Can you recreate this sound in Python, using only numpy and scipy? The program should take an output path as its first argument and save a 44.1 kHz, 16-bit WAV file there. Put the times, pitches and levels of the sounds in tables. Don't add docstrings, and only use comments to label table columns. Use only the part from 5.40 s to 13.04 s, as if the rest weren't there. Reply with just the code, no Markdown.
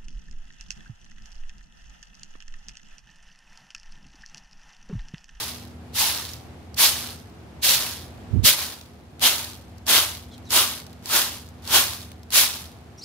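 import sys
import numpy as np
from scipy import signal
from scipy.fft import rfft, irfft
from scipy.io import wavfile
from scipy.ndimage import uniform_filter1d

SR = 44100
rng = np.random.default_rng(int(sys.argv[2]) if len(sys.argv) > 2 else 0)


def transcribe(u):
    v = np.clip(np.atleast_2d(u).T, -1, 1)
    q = np.round(v * 32767).astype(np.int16)
    wavfile.write(sys.argv[1], SR, q)


N = 336924

# start_s, rise_s, abruptness, peak_db, fall_s, roll_db, roll_s, body_db,
# ring_hz, ring_width_hz, ring_db, rattle_db
TOSSES = [ (-0.24, 0.076, 3.0, -26, .14, -25.5, 0.42, -15, 870, 90, -15, -20),
          (0.526, 0.087, 3.46, -20.5, 0.15, -27, 0.4, -23.5, 867, 100, 16, -29),
          (1.36, 0.066, 3.2, -13.5, 0.12, -27, 0.39, -16.5, 824, 295, 0.5, -28),
          (2.213, 0.078, 5.5, -15.5, 0.13, -25, 0.39, -18, 554, 60, 7.5, -41.5),
          (3.029, 0.041, 2.9, -11, 0.082, -24, 0.35, -18.5, 570, 60, 4.5, -10.5),
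          (3.802, 0.042, 2.9, -16, 0.14, -26, 0.35, -11.5, 678, 200, -5.5, 2.5),
          (4.458, 0.099, 6.4, -15.5, 0.12, -27.5, 0.3, -10.5, 1394, 1200, -5, 0.5),
          (5.089, 0.099, 4.5, -16, 0.098, -25, 0.26, -11, 1260, 260, -1, -3),
          (5.625, 0.13, 1.45, -16.5, 0.13, -27, .30, -10, 1515, 160, -6.5, -23.5),
          (6.222, 0.13, 1.04, -14, 0.12, -26.5, 0.34, -10, 1450, 260, -2, -4),
          (6.906, 0.072, 3.4, -13, 0.12, -27.5, .34, -16, 1513, 250, -15.5, -32.5), ]
# pitch_hz, gain_db
WEAVE_TONE = [(150, -47), (250, -2), (268, -21), (313, -7), (490, -10), (593, -5), (681, -7.5), (945, -6.5),
              (1070, -6.5), (1220, -7.5), (2130, -9.5), (3510, -6), (8320, -8.5), (12200, -5.5),
              (15500, -9.5)]
# time_s, position (0 in front of the tray, 1 over it)
MIC_POSITION = [(0, 0.37), (2.3, 0.49), (3.1, 0.67), (3.85, 0.88), (4.5, 1), (7, 0.85)]


def grain(hits_per_s=32000, thinning=.62, strip_db=8, split_hz=2000, body_db=-1, hardness=.19):
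    # pitch_hz, width_hz
    strips = [(930, 270), (1250, 540), (2040, 2000), (3250, 1900), (3600, 1200), (4330, 480), (5050, 850),
              (6400, 2000), (10500, 2200), (14800, 980)]
    level_db, mat_db = toss_levels()
    force_db = np.maximum(level_db, -65) + 19
    per_s = hits_per_s * undb(thinning * force_db)
    lead_s = .00008 * curve(MIC_POSITION)
    hits = 0
    for hz, width in strips:
        taps = impacts(per_s / len(strips), lead_s, scatter_db=2, spread_s=.00007)
        hits = hits + taps + undb(strip_db) * ring(taps, hz, width)
    hits = mat(colour(hits, WEAVE_TONE))
    hiss = unit(cut(hits, split_hz, "high", order=3))
    body = unit(cut(hits, split_hz, "low", order=3))
    hiss = hiss + (undb(hardness * force_db) - 1) * cut(hiss, hz=7500, kind="high", order=1)
    swish = hiss + undb(body_db + mat_db) * body
    return undb(level_db) * swish + strip_pings(level_db) + stray_seeds(level_db)


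def toss_levels(climb_db=39, fall_db=20.5, roll_loss_db=26.5, creep_db_per_s=28.5, slide_s=.12):
    t = np.arange(N) / SR
    kernel_power, body_power = np.full(N, 1e-11), np.full(N, 1e-12)
    for start_s, rise_s, abruptness, peak_db, fall_s, roll_db, roll_s, body_db, *_ in TOSSES:
        on = t >= start_s
        age = t[on] - start_s
        rise_db = -climb_db * np.maximum(1 - age / rise_s, 0) ** abruptness
        past_peak = np.maximum(age - rise_s, 0)
        landing = undb(peak_db + rise_db - fall_db * (past_peak / fall_s) ** 1.97) ** 2
        rolling = undb(roll_db - roll_loss_db * (past_peak / roll_s) ** 2.3) ** 2
        creeping = undb(roll_db - 24.5 - creep_db_per_s * past_peak) ** 2
        moving = undb(rise_db) * np.minimum(age / (rise_s + slide_s), 1)
        settling = (rolling + creeping) * moving ** 2
        kernel_power[on] += landing + settling
        body_power[on] += landing * undb(body_db) ** 2 + settling * undb(-9.5) ** 2
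    clumps_db = .97 * wander(70)
    return 10 * np.log10(kernel_power) + clumps_db, 10 * np.log10(body_power / kernel_power)


def impacts(per_s, lead_s, scatter_db, spread_s):
    chance, size, lag = rng.random(N), rng.standard_normal(N), rng.laplace(size=N)
    left_at = np.flatnonzero(chance < per_s / SR)
    sign = np.sign(rng.random(N)[left_at] - .5)
    push = sign * undb(scatter_db * np.minimum(size[left_at], 2)) / np.sqrt(per_s[left_at])
    delay_s = lead_s[left_at] + lag[left_at] * spread_s
    right_at = np.clip(left_at + np.round(delay_s * SR).astype(int), 0, N - 1)
    return np.array([np.bincount(left_at, push, N), np.bincount(right_at, push, N)])


def mat(hits, swell_s=.051, lag_s=.0056):
    out, t = hits, np.arange(N) / SR
    rattle = ring(hits, hz=3100, width_hz=600)
    for start_s, rise_s, *_, hz, width, ring_db, rattle_db in TOSSES:
        swell = np.exp(-((t - start_s - rise_s - lag_s) / swell_s) ** 2)
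        out = out + swell * (undb(ring_db) * ring(hits, hz, width) + undb(rattle_db) * rattle)
    return out


def strip_pings(level_db, count=2500, fade_s=.057, low_hz=700, high_hz=13000, ping_db=-3, bright_db=5):
    out, t = np.zeros((2, N + 2048)), np.arange(2048) / SR
    for when, height, size, side in rng.random((count, 4)):
        start = int(when * (N - 1))
        hz = low_hz * (high_hz / low_hz) ** height
        tone = np.sin(2 * np.pi * hz * t) * undb(-60 * t / fade_s)
        gain = size ** 2 * undb(level_db[start] + ping_db + bright_db * height)
        out[:, start:start + len(t)] += gain * np.outer([side, 1 - side], tone)
    return out[:, :N]


def stray_seeds(level_db, per_s=130, loudest_db=-38, follow=.85):
    taps = impacts(np.full(N, per_s), np.zeros(N), scatter_db=4, spread_s=.0002)
    seeds = colour(taps + 2 * ring(taps, hz=4200, width_hz=1500), WEAVE_TONE)
    drop_db = follow * np.minimum(level_db + 28, 0)
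    return unit(cut(seeds, 1800, "high")) * undb(loudest_db + drop_db)


def ticks(fade_s=.02, width_hz=1300, snap=.42, gain_db=-2):
    # start_s, relative_peak_db, ring_hz
    snaps = [(0.9347, -21, 5060), (1.3437, -25, 5040), (2.621, -32, 5000), (3.4118, -27, 3960),
             (3.795, -24.5, 3590), (3.8062, -24, 2970), (4.3819, -34, 4990), (4.467, -14, 5100),
             (4.9795, -34, 3970), (5.1058, -11, 5440), (5.466, -26, 4600), (5.5297, -33, 4130),
             (5.658, -17, 4800), (6.088, -31.5, 6500), (6.2762, -14.5, 4370), (6.717, -29, 3550),
             (6.832, -32.5, 5000), (6.9045, -20, 4530)]
    out, t = np.zeros((2, N)), np.arange(1024) / SR
    for start_s, db, hz in snaps:
        crack = rng.standard_normal((2, len(t))) * undb(-60 * t / fade_s)
        tick = snap * crack + ring(crack, hz, width_hz)
        start = int(start_s * SR)
        out[:, start:start + len(t)] += undb(db + gain_db) * tick / np.abs(tick).max()
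    return out


def moving_microphone(x):
    # pitch_hz, left_minus_right_db
    in_front = [(300, -5), (1500, 2), (2700, 3.5), (4300, -10.5), (6000, -10), (8000, 4), (11000, 6.5),
                (15000, 4.5)]
    overhead = [(300, 3), (1500, 0.5), (2700, 0.5), (4300, -2), (6000, -2.5), (8000, 1.8), (11000, 0),
                (15000, 3.5)]

    def heard(balance):
        left = colour(x[[0]], [(hz, db / 2) for hz, db in balance])
        right = colour(x[[1]], [(hz, -db / 2) for hz, db in balance])
        return np.vstack([left, right])
    position = curve(MIC_POSITION)
    return (1 - position) * heard(in_front) + position * heard(overhead)


def wall_echo(x, fade_s, dull_hz, delay_s=.006):
    t = np.arange(SR // 2) / SR
    tail = rng.standard_normal((2, len(t))) * undb(-60 * t / fade_s) * (t > delay_s)
    tail /= np.sqrt(np.sum(tail ** 2) / 2)
    return signal.fftconvolve(x, cut(tail, dull_hz, "low", order=1), axes=1)[:, :N]


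def air_puff(left_db=-32):
    # pitch_hz, gain_db
    swirl_tone = [(25, -30), (40, -14), (55, 1), (120, 1), (160, -9), (230, -12), (380, -21), (600, -40),
                  (1200, -70)]
    # time_s, level_db
    strength = [(2.87, -60), (2.905, -36), (2.94, -15), (2.995, -13.5), (3.022, -23.5), (3.042, -18),
                (3.06, -27), (3.1, -59)]
    swirls = colour(rng.standard_normal((1, N)), swirl_tone)
    swirls /= np.sqrt(uniform_filter1d(swirls ** 2, size=1300))
    return swirls * undb(curve(strength, outside=-140)) * np.array([[undb(left_db)], [1]])


def bird(flutter_db=2.5, gain_db=3):
    # start_s, length_s, from_hz, to_hz, relative_level_db
    chirps = [(4.9, .07, 3600, 3150, -55), (4.91, .055, 4200, 3850, -55), (5.044, .03, 6200, 5400, -60),
              (5.055, .05, 4400, 3400, -52), (7.573, .04, 5400, 6000, -47), (7.608, .05, 3800, 5900, -41)]
    out, flutter = np.zeros(2 * N), wander(250)
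    rasp = 1 + .045 * wander(1100)
    breath = .28 * unit(ring(rng.standard_normal(N), hz=5200, width_hz=2200))
    for start_s, length_s, from_hz, to_hz, db in chirps:
        progress = np.linspace(0, 1, int(length_s * SR))
        at = int(start_s * SR) + np.arange(len(progress))
        hz = (from_hz + (to_hz - from_hz) * progress) * rasp[at % N]
        phase = 2 * np.pi * np.cumsum(hz) / SR
        note = np.sin(phase) + .027 * np.sin(2 * phase) + breath[at % N]
        out[at] += undb(db + flutter_db * flutter[at % N]) * np.sin(np.pi * progress) * note
    song = undb(gain_db) * np.array([out[:N], out[:N]])
    return song + undb(-6) * wall_echo(song, fade_s=.15, dull_hz=9000)


def far_engine(firing_hz=20.18):
    # pitch_hz, width_hz, gain_db
    exhaust = [(81, 26, 4), (102, 26, -2), (158, 70, -11), (201, 20, -8), (242, 10, 1)]
    # time_s, level_db
    loudness = [(0, -42.5), (2.2, -49.5), (2.7, -46), (3.6, -52.5), (4.6, -44.5), (5.6, -47.5),
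                (6.7, -43.5), (7.5, -51.5)]
    cycles = np.cumsum(firing_hz * (1 + .003 * wander(2))) / SR
    firings = np.diff(np.floor(cycles), prepend=0) * undb(1.2 * wander(20))
    thuds = 0
    for hz, width, db in exhaust:
        boom = ring(ring(firings, hz, width), hz, width)
        thuds = thuds + undb(db + 1.8 * wander(5)) * boom
    return undb(curve(loudness)) * unit(thuds)


def yard(shared_hz=900, bass_side=.19, flicker_db=1, gain_db=-3.5):
    # pitch_hz, gain_db
    rumble_tone = [(18, -24), (30, -48), (69, 10), (187, -1.5), (249, -6), (299, -4), (546, -11.5),
                   (622, -12.5), (709, -9.5), (996, -17.5), (2760, -26), (14300, -44), (15500, -64.5)]
    # time_s, relative_level_db
    loudness = [(0, -40.5), (1.9, -41), (2.75, -38.5), (3.6, -44), (5, -42), (6.6, -42), (7.6, -44)]
    mid, side = rng.standard_normal((2, N))
    side = bass_side * side + (1 - bass_side) * cut(side, shared_hz, "high", order=1)
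    air = colour(np.array([mid + side, mid - side]), rumble_tone)
    air = cut(air, 90, "high", order=1)
    return unit(air) * undb(curve(loudness) + gain_db + flicker_db * wander(9.6))


def undb(db):
    return 10 ** (np.asarray(db) / 20)


def curve(rows, outside=None):
    times, values = np.transpose(rows)
    return np.interp(np.arange(N) / SR, times, values, left=outside, right=outside)


def unit(x):
    return x / np.sqrt(np.mean(x ** 2))


def ring(x, hz, width_hz):
    return signal.lfilter(*signal.iirpeak(min(hz, .45 * SR), hz / width_hz, fs=SR), x)


def cut(x, hz, kind, order=2):
    return signal.sosfilt(signal.butter(order, hz, kind, fs=SR, output="sos"), x)


def colour(x, points, size=4096):
    hz, db = np.transpose(points)
    grid_hz = np.maximum(np.fft.rfftfreq(size, 1 / SR), 1)
    gains = undb(np.interp(np.log(grid_hz), np.log(hz), db))
    cepstrum = irfft(np.log(gains))
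    cepstrum[1:size // 2] *= 2
    cepstrum[size // 2 + 1:] = 0
    response = irfft(np.exp(rfft(cepstrum)))
    return signal.fftconvolve(x, response[None], axes=1)[:, :N]


def wander(per_s):
    step = int(SR / per_s)
    return uniform_filter1d(np.repeat(rng.standard_normal(N // step + 1), step), step)[:N]


def scene():
    tray = moving_microphone(grain() + ticks())
    echo = undb(-14.5) * wall_echo(tray, fade_s=.4, dull_hz=4940)
    return tray + echo + air_puff() + bird() + far_engine() + yard()


def record(dry):
    treble_cut = signal.ellip(10, .2, 70, 15650, fs=SR, output="sos")
    return signal.sosfilt(treble_cut, np.clip(dry, -.7, .7))


dry = scene()
out = record(dry)
transcribe(out)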